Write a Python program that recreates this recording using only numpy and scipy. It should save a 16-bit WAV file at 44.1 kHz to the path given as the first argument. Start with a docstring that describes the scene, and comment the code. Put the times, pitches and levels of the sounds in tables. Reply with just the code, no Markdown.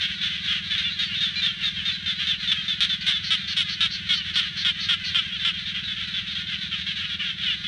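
"""A flooded rice field at dusk: frogs croak, each about four times a second, over an answering far chorus.
A croak is a fast train of clicks ringing a vocal sac; it sinks in pitch as the pressure drops.
A clear-voiced frog leads, then one close by takes over with harsh rasps while a small one chirps between.
Hoarse and gliding neighbours join in. Far off a one-cylinder engine, probably a water pump, thuds on."""
import sys
import numpy as np
from scipy import signal
from scipy.fft import rfft, irfft
from scipy.io import wavfile
from scipy.ndimage import uniform_filter1d

SR = 44100
rng = np.random.default_rng(int(sys.argv[2]) if len(sys.argv) > 2 else 0)


def bounce(signal):
    """Save signal as a 16-bit WAV file at the path given by the first command-line argument."""
    frames = np.transpose(np.atleast_2d(signal))
    limited = np.clip(frames, -1, 1)
    pcm = np.round(limited * 32767).astype(np.int16)
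    wavfile.write(sys.argv[1], SR, pcm)


N = 338247

# calls of the clear-voiced frog: t/s, sac f/Hz, level/dB
CLEAR_CALLS = [(.227, 3505, -29), (.479, 3235, -28), (.705, 3384, -30.5), (.991, 3666, -27.5),
               (1.207, 3610, -26.5), (1.419, 3550, -27), (1.633, 3644, -26.5), (1.854, 3560, -27),
               (2.061, 3516, -28), (2.271, 3540, -26.5), (2.476, 3458, -27), (2.682, 3484, -27),
               (2.894, 3480, -27.5), (3.123, 3460, -28.5)]
# rasps of the closest frog, faster, lower and duller as its bout goes on:
# t/s, length/s, pulse rate before locking to the sac/Hz, sac f/Hz, level/dB, treble/dB
RASPS = [(2.518, 0.012, 245, 3202, -30.5, 1), (2.806, 0.05, 218.3, 3376, -25, 5),
         (3.066, 0.055, 295, 3290, -25, 4), (3.306, .05, 338.3, 3215, -24.5, 4),
         (3.567, 0.063, 341.4, 3240, -25, 6.5), (3.807, 0.061, 345.6, 3317, -24.5, 0),
         (4.091, 0.065, 355, 3230, -25, -2), (4.357, 0.052, 355, 3190, -24.5, 2),
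         (4.649, 0.062, 357, 3184, -25, -3), (4.888, 0.062, 364, 3160, -24.5, -2),
         (5.147, .057, 340, 3070, -25, -2), (5.449, 0.057, 340, 3040, -25.5, -2)]
# chirps of the small frog: t/s
CHIRPS = [3.235, 3.473, 3.686, 3.904, 4.13, 4.337, 4.567, 4.8, 5.040]
# croaks of the hoarse neighbours: t/s, length/s, sac f/Hz, level/dB, roughness (0 clear, 1 and up hoarse)
HOARSE_CROAKS = [(.008, 0.057, 3342, -27.5, 1.1), (0.087, 0.04, 3550, -50, 0.24),
                 (0.212, 0.042, 3390, -34, 0.42), (0.3, 0.1, 3390, -37, 0.9),
                 (0.443, 0.052, 3610, -35.5, 0.54), (0.532, 0.052, 2887, -35, 0.88),
                 (0.776, 0.032, 3680, -30.5, 0.3), (1.241, 0.037, 3360, -38.5, 0.4),
                 (1.607, 0.042, 2696, -37.5, 0.65), (1.883, 0.039, 2670, -36, 0.9),
                 (2.189, 0.04, 3216, -31.5, .8), (2.402, 0.05, 4050, -41.5, 0.24),
                 (3.01, .022, 4320, -40, 0), (3.372, 0.12, 3520, -44, 0.56), (4.249, 0.1, 3660, -51, 0.71),
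                 (4.41, 0.064, 3054, -34.5, 0.5), (4.584, 0.068, 3610, -39, 0.2),
                 (4.785, 0.048, 3660, -41.5, 0.1), (5.057, 0.13, 3180, -40, 0.1),
                 (5.207, 0.044, 3410, -54, .6), (5.395, 0.064, 3470, -35, 0.18),
                 (5.537, 0.061, 3150, -36.5, 0.33), (5.655, 0.055, 3410, -36, 0.63),
                 (5.743, 0.06, 3170, -33, 0.82), (5.834, 0.053, 3750, -39, 0.4),
                 (5.879, 0.063, 3415, -35, 0.4), (5.962, 0.077, 3142, -36.5, 0.7),
                 (6.074, 0.05, 3640, -48, 0.7), (6.139, 0.062, 3315, -31, 0.6),
                 (6.267, 0.073, 3574, -35.5, 0.72), (6.353, 0.062, 3464, -44, 0.5),
                 (6.467, 0.043, 3530, -36, 0.7), (6.519, 0.047, 3170, -34, 0.98),
                 (6.61, 0.052, 3470, -37.5, 0.48), (6.716, 0.039, 3043, -31.5, 0.68),
                 (6.748, 0.084, 3646, -36.5, 0.88), (6.863, 0.059, 3170, -32, 0.74),
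                 (6.96, .053, 3730, -36.5, 0.7), (7.011, 0.051, 3110, -33, 0.86),
                 (7.092, 0.067, 3300, -33, 0.76), (7.194, 0.042, 2862, -31, 0.73),
                 (7.234, 0.084, 3266, -31, 0.77), (7.381, 0.057, 3246, -34.5, 0.6),
                 (7.431, 0.041, 3616, -32, 0.4), (7.501, 0.051, 3424, -32.5, 0.3),
                 (7.639, 0.043, 3266, -33.5, 0.7)]
# gliding calls: t/s, pulse rate before locking to the sac/Hz, sac f/Hz, level/dB,
# fall as a share of the pitch (below 0 it rises), place of the crest (0 = start)
GLIDES = [(.838, 570, 3427, -30.5, 0.057, 0.38), (.85, 460, 2790, -32.5, 0.059, 0.48),
          (.896, 600, 3970, -36, -0.11, 0.024), (1.041, 570, 4460, -42, 0.056, 0.34),
          (1.107, 560, 2800, -35, 0.071, 0.54), (1.142, 490, 3460, -29.5, 0.12, 0.56),
          (1.357, 580, 4003, -31, 0.049, 0.49), (1.357, 470, 2386, -35.5, 0.0057, 0.66),
          (1.463, 450, 3210, -30, .09, 0), (1.763, 557, 3090, -33, 0.12, 0),
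          (1.917, 500, 4000, -35.5, 0.034, 0), (2.165, 570, 3990, -39, 0.0052, 0.72),
          (2.302, 536, 2990, -33, 0.16, 0.24), (2.568, 610, 3190, -31.5, 0.03, 0.1),
          (4.171, 536, 2946, -34, 0.092, .3), (5.323, 465, 3190, -31.5, 0.12, 0.39),
          (5.576, 480, 3406, -39, 0.1, .3), (5.66, 470, 3740, -37, 0.037, 0.51),
          (6.005, 500, 3490, -39.5, .06, 0.62), (6.35, 470, 3350, -33.5, -0.097, 0),
          (7.467, 480, 2885, -27.5, 0.076, 0.012)]
# tone of one pulse, apart from the sac's ring: f/Hz, level/dB
CROAK_COLOUR = [(600, -37.5), (1060, -22.5), (1450, 2), (1900, 0), (2600, 1), (3500, 1), (4200, -7),
                (5000, -13), (6200, -14.5), (7000, -29), (9300, -32), (11000, -52.5), (13300, -35),
                (15500, -48.5)]
RASP_COLOUR = [(500, -66.5), (750, -29), (950, -16.5), (1120, -14.5), (1380, 2), (2000, 2), (2700, 3),
               (3900, 7), (4800, -7), (6000, -7), (7000, -20.5), (9300, -20), (11000, -26.5), (14000, -63)]
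CHIRP_COLOUR = [(1000, -36.5), (2000, -9), (3400, -7), (4200, 2.5), (4700, -8), (5200, -4.5), (6200, -3),
                (7000, -26), (10000, -32), (15000, -34)]
FAR_COLOUR = [(600, -47.5), (1100, -21), (1450, -2.5), (1900, 0), (2600, -4), (3500, -3), (4200, -6),
              (5000, -16), (6200, -18.5), (7000, -30.5), (9300, -31), (11000, -53), (13300, -39),
              (15500, -62)]
# slow swell of the far chorus, before its lulls: t/s, level/dB
CHORUS_SWELL = [(0, -29.5), (1.0, -27.5), (2.0, -28.5), (3.0, -30.5), (5.0, -29), (5.7, -32), (7.67, -31.5)]
# rings of the pump's exhaust pipe: f/Hz, length/s, rms level/dB
EXHAUST_RINGS = [(179.1, 0.029, -46), (332.4, 0.043, -65)]
# low rumble and still air: f/Hz, relative level/dB
AIR_COLOUR = [(22, -26), (35, -20.5), (50, -7), (65, -2.5), (92, 2), (130, -4.5), (200, -5.5), (265, -28),
              (340, -21.5), (450, -32), (700, -31), (1500, -35.5), (6000, -51.5), (15000, -62.5)]


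def clear_frog():
    """The lead voice: one ringing, slightly falling call, hoarse at first and clearing as it warms up."""
    out, warm_up_s = np.zeros(N), .7
    for s, sac_hz, db in CLEAR_CALLS:
        rough = .02 + .9 * np.exp(-s / warm_up_s)
        add(out, s, neighbour_call(length=.056, pulse_hz=445, sac_hz=sac_hz, db=db,
                                   fall=.0698, rough=rough))
    return out


def closest_frog():
    """Rasps of sharp, separate pulses; each is followed by short reflections that differ a little from rasp to
    rasp."""
    out, taut_pulse_hz = np.zeros(N), 350
    for s, length, pulse_hz, sac_hz, db, treble_db in RASPS:
        width_hz = 420 * (taut_pulse_hz / pulse_hz) ** 1.8   # a slacker sac pulses slower and rings less
        pulse = brighten(pulse_of(RASP_COLOUR, sac_hz, follow=1.09), treble_db, corner_hz=6000)
        rasp = croak(pulse, length, locked(pulse_hz, sac_hz), sac_hz, fall=.095, crest=.25, jitter=.006,
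                     sac_width_hz=width_hz, sac_db=10.5, attack_s=.002, release_s=.021,
                     stumble=.045, slack=.15, uneven_db=1.7, fade_db=1.5)
        reflections = field_tail(np.pad(rasp, (0, len(rasp))), t60=.037, build_s=.002)
        add(out, s, from_db(db) * rasp)
        add(out, s, from_db(db - 4.5) * reflections)
    return out


def small_frog():
    """Chirps: the high sac holds its note while clean overtones arch and slide down through it."""
    out, pulse = np.zeros(N), pulse_of(CHIRP_COLOUR)
    for s, tension in zip(CHIRPS, rng.standard_normal(len(CHIRPS))):
        chirp = croak(pulse, length=.062, pulse_hz=362 * np.exp(.018 * tension), sac_hz=4410,
                      fall=.102, crest=.26, jitter=.003, sac_width_hz=360, sac_db=32,
                      attack_s=.013, release_s=.014, slack=1)
        add(out, s, from_db(-35) * chirp)
    return out


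def hoarse_frogs():
    """Many hoarser frogs croak in turn, each with a pulse rate and fall of its own."""
    out = np.zeros(N)
    for s, length, sac_hz, db, rough in HOARSE_CROAKS:
        tension, droop = rng.standard_normal(2)
        pulse_hz, fall = 445 * np.exp(.1 * tension), .0797 + .031 * droop
        add(out, s, neighbour_call(length, pulse_hz, sac_hz, db, fall, rough))
    return out


def gliding_frogs():
    """Smooth voices whose overtones arch, climb or slide down."""
    out, length = np.zeros(N), .052
    for s, pulse_hz, sac_hz, db, fall, crest in GLIDES:
        add(out, s, neighbour_call(length, pulse_hz, sac_hz, db, fall, rough=.15, crest=crest))
    return out


def neighbour_call(length, pulse_hz, sac_hz, db, fall, rough, crest=.14):
    """Clear callers pulse evenly into a sharp sac ring; rough ones jitter, waver and ring less."""
    rough, fall, crest = np.clip(rough, 0, 1), np.clip(fall, -.18, .18), np.clip(crest, 0, .65)
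    typical_db = -32.5
    treble_db = 2.4 * (db - typical_db)   # leaves soak up the treble of weaker, more distant callers
    pulse = brighten(pulse_of(CROAK_COLOUR, sac_hz), treble_db, corner_hz=11500)
    call = croak(pulse, length, locked(pulse_hz, sac_hz), sac_hz, fall, crest,
                 jitter=.0018 + .024 * rough ** 2, waver=.03 * rough, throaty_db=7 * rough ** .42,
                 sac_width_hz=300 + 300 * rough, sac_db=22.5 - 5.6 * rough,
                 attack_s=.002 + .004 * rough, release_s=.014)
    return from_db(db) * call


def croak(pulse, length, pulse_hz, sac_hz, fall, crest, jitter, sac_width_hz, sac_db, attack_s,
          release_s, stumble=0, slack=0, uneven_db=1, throaty_db=0, waver=0, fade_db=0):
    """One call at unit level: uneven larynx clicks ring the sac; the pitch sinks as the pressure drops."""
    size, count = int((length + release_s + .0049) * SR), int((length + release_s) * pulse_hz) + 1
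    progress = np.minimum(np.arange(count) / (length * pulse_hz), 1)
    arch = ((progress - crest) / (1 - crest)) ** 2   # zero at the crest, where the pitch turns
    wander = 3 * uniform_filter1d(rng.standard_normal(count), size=9)   # drifts over nine pulses
    pitch = 1 + fall * (arch.mean() - arch) + waver * (wander - wander.mean())
    # the larynx stumbles before it settles
    hitches = stumble * np.exp(-3 * progress) * rng.exponential(1, count) ** 2
    periods = np.maximum(1 / pitch + jitter * rng.standard_normal(count) + hitches, .5)
    click_s = (np.cumsum(periods) - periods[0]) / pulse_hz

    attack = np.clip((click_s + 1 / pulse_hz) / attack_s, 0, 1)
    release = np.clip((length + release_s / 2 - click_s) / release_s, 0, 1)
    pressure = np.minimum(periods, 2) ** .7   # a longer wait builds more pressure
    limp_db = throaty_db * (np.arange(count) % 2)   # a hoarse throat weakens every second pulse
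    click_db = uneven_db * rng.standard_normal(count) - limp_db - fade_db * arch
    strength = attack * release * pressure * from_db(click_db)
    clicks = np.zeros(size)
    sample, fraction = np.divmod(click_s * SR, 1)
    for step, share in ((0, 1 - fraction), (1, fraction)):   # a click falls between two samples
        np.add.at(clicks, np.minimum(sample.astype(int) + step, size - 1), strength * share)

    # a taut sac follows the pulse rate closely; at slack 1 it holds still
    ring_hz = sac_hz * np.interp(np.arange(size) / SR, click_s, pitch) ** (1 - slack)
    ring = from_db(sac_db) * sac_ring(clicks, ring_hz, sac_width_hz)
    voice = np.convolve(clicks + ring, pulse)[:size]
    return rms_one(voice) * np.sqrt(size / (length * SR))


def sac_ring(x, hz, width_hz):
    """The vocal sac: one resonance whose centre may glide, gain 1 at its peak."""
    pole = np.exp(-np.pi * width_hz / SR)
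    carrier = np.exp(2j * np.pi * np.cumsum(hz) / SR)
    return 2 * np.real(carrier * signal.lfilter([1 - pole], [1, -pole], x / carrier))


def locked(pulse_hz, sac_hz):
    """The larynx locks its pulse rate on to the sac, so one overtone sings out."""
    return sac_hz / round(sac_hz / pulse_hz)


def pulse_of(colour, sac_hz=3400, follow=.63, size=512):
    """The tightest pulse with this colour (minimum phase); a smaller sac shifts the whole colour up."""
    shifted = np.array(colour) * [(sac_hz / 3400) ** follow, 1]   # 3400 Hz: a frog of middle size
    cepstrum = irfft(np.log(gains(shifted, size)))
    cepstrum[1:size // 2] *= 2
    cepstrum[size // 2 + 1:] = 0
    return irfft(np.exp(rfft(cepstrum)))


def far_chorus(count=10, pace_s=.247):
    """Far frogs take turns, so the trill never breaks; each has its own note, blurred by the field."""
    calls, pulse, t = np.zeros(N), pulse_of(FAR_COLOUR), np.arange(N) / SR
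    for turn, own_hz in enumerate(rng.permutation(np.linspace(2950, 3750, count))):
        pulse_hz = rng.uniform(350, 540)
        for s in np.arange(-pace_s * turn / count, N / SR, pace_s):
            late, sharp, tension, loud, droop = rng.standard_normal(5)
            call = croak(pulse, length=.065, pulse_hz=pulse_hz * np.exp(.08 * tension),
                         sac_hz=own_hz * (1 + .036 * sharp), fall=.0886 + .0496 * droop, crest=.25,
                         jitter=.0221, sac_width_hz=440, sac_db=11.5, attack_s=.01, release_s=.022,
                         slack=.13, waver=.015)
            add(calls, s + .008 * late, from_db(1.7 * loud) * call)
    chorus = rms_one(calls + from_db(-8) * field_tail(calls, t60=.4, build_s=.0069))
    swell_db = np.interp(t, *np.transpose(CHORUS_SWELL))
    return chorus * from_db(swell_db + lull_db(t))


def lull_db(t, depth_db=-5, answer_s=.053, ebb_s=.035):
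    """The chorus answers each clear call, croak, rasp or chirp, then ebbs until the next one."""
    starts = np.sort([0, *CHIRPS, *(row[0] for row in CLEAR_CALLS + HOARSE_CROAKS + RASPS)])
    wait_s = t - starts[np.searchsorted(starts, t, side="right") - 1]
    return depth_db * uniform_filter1d(np.clip((wait_s - answer_s) / ebb_s, 0, 1), size=600)


def field_tail(x, t60, build_s):
    """Stalks and banks scatter the calls into a short diffuse tail."""
    t = np.arange(int(.4 * SR)) / SR
    tail = rng.standard_normal(len(t)) * from_db(-60 * t / t60) * (1 - np.exp(-t / build_s))
    return signal.fftconvolve(x, tail / np.linalg.norm(tail))[:N]


def pump(firing_hz=19.74, first_s=.042):
    """Every firing puffs through the exhaust pipe; distance leaves two low, soft-edged rings."""
    firings, out = np.zeros(N), np.zeros(N)
    at = (np.arange(first_s, N / SR, 1 / firing_hz) * SR).astype(int)
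    firings[at] = from_db(rng.normal(0, .32, len(at)))
    for hz, length, db in EXHAUST_RINGS:
        t = np.arange(int(length * SR)) / SR
        puff = np.sin(np.pi * t / length) ** 2 * np.sin(2 * np.pi * hz * t)
        out += from_db(db) * rms_one(signal.fftconvolve(firings, puff)[:N])
    return out


def air():
    """The bed: a weak steady rumble with a trace of hiss."""
    spectrum = rfft(rng.standard_normal(N)) * gains(AIR_COLOUR, N)
    return from_db(-46.5) * rms_one(irfft(spectrum, N))


def brighten(x, db, corner_hz):
    """A treble shelf."""
    treble = signal.lfilter(*signal.butter(1, corner_hz, "high", fs=SR), x)
    return x + (from_db(db) - 1) * treble


def gains(colour, size):
    """A colour table as an EQ curve on the bins of an FFT."""
    hz, db = np.transpose(colour)
    return from_db(np.interp(np.log(np.fft.rfftfreq(size, 1 / SR) + 1), np.log(hz), db))


def from_db(db):
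    """Decibels to gain."""
    return 10 ** (np.asarray(db) / 20)


def rms_one(x):
    """Scale to rms 1."""
    return x / np.sqrt(np.mean(x ** 2) + 1e-20)


def add(out, s, x):
    """Mix x into out from time s on."""
    at = int(round(s * SR))
    x, at = x[max(-at, 0):], max(at, 0)
    out[at:at + len(x)] += x[:max(len(out) - at, 0)]


def scene():
    """A mono mix at the edge of the field; the neighbours, a few metres off, share one short tail."""
    neighbours = clear_frog() + small_frog() + gliding_frogs() + hoarse_frogs()
    tail = from_db(-7.5) * field_tail(neighbours, t60=.14, build_s=.0064)
    return (neighbours + tail + closest_frog() + far_chorus() + pump() + air())[None]


def record(dry):
    """A steep high cut, 70 dB down from 15.7 kHz."""
    return signal.sosfilt(signal.cheby2(14, 70, 15700, fs=SR, output="sos"), dry)


dry = scene()
out = record(dry)
bounce(out)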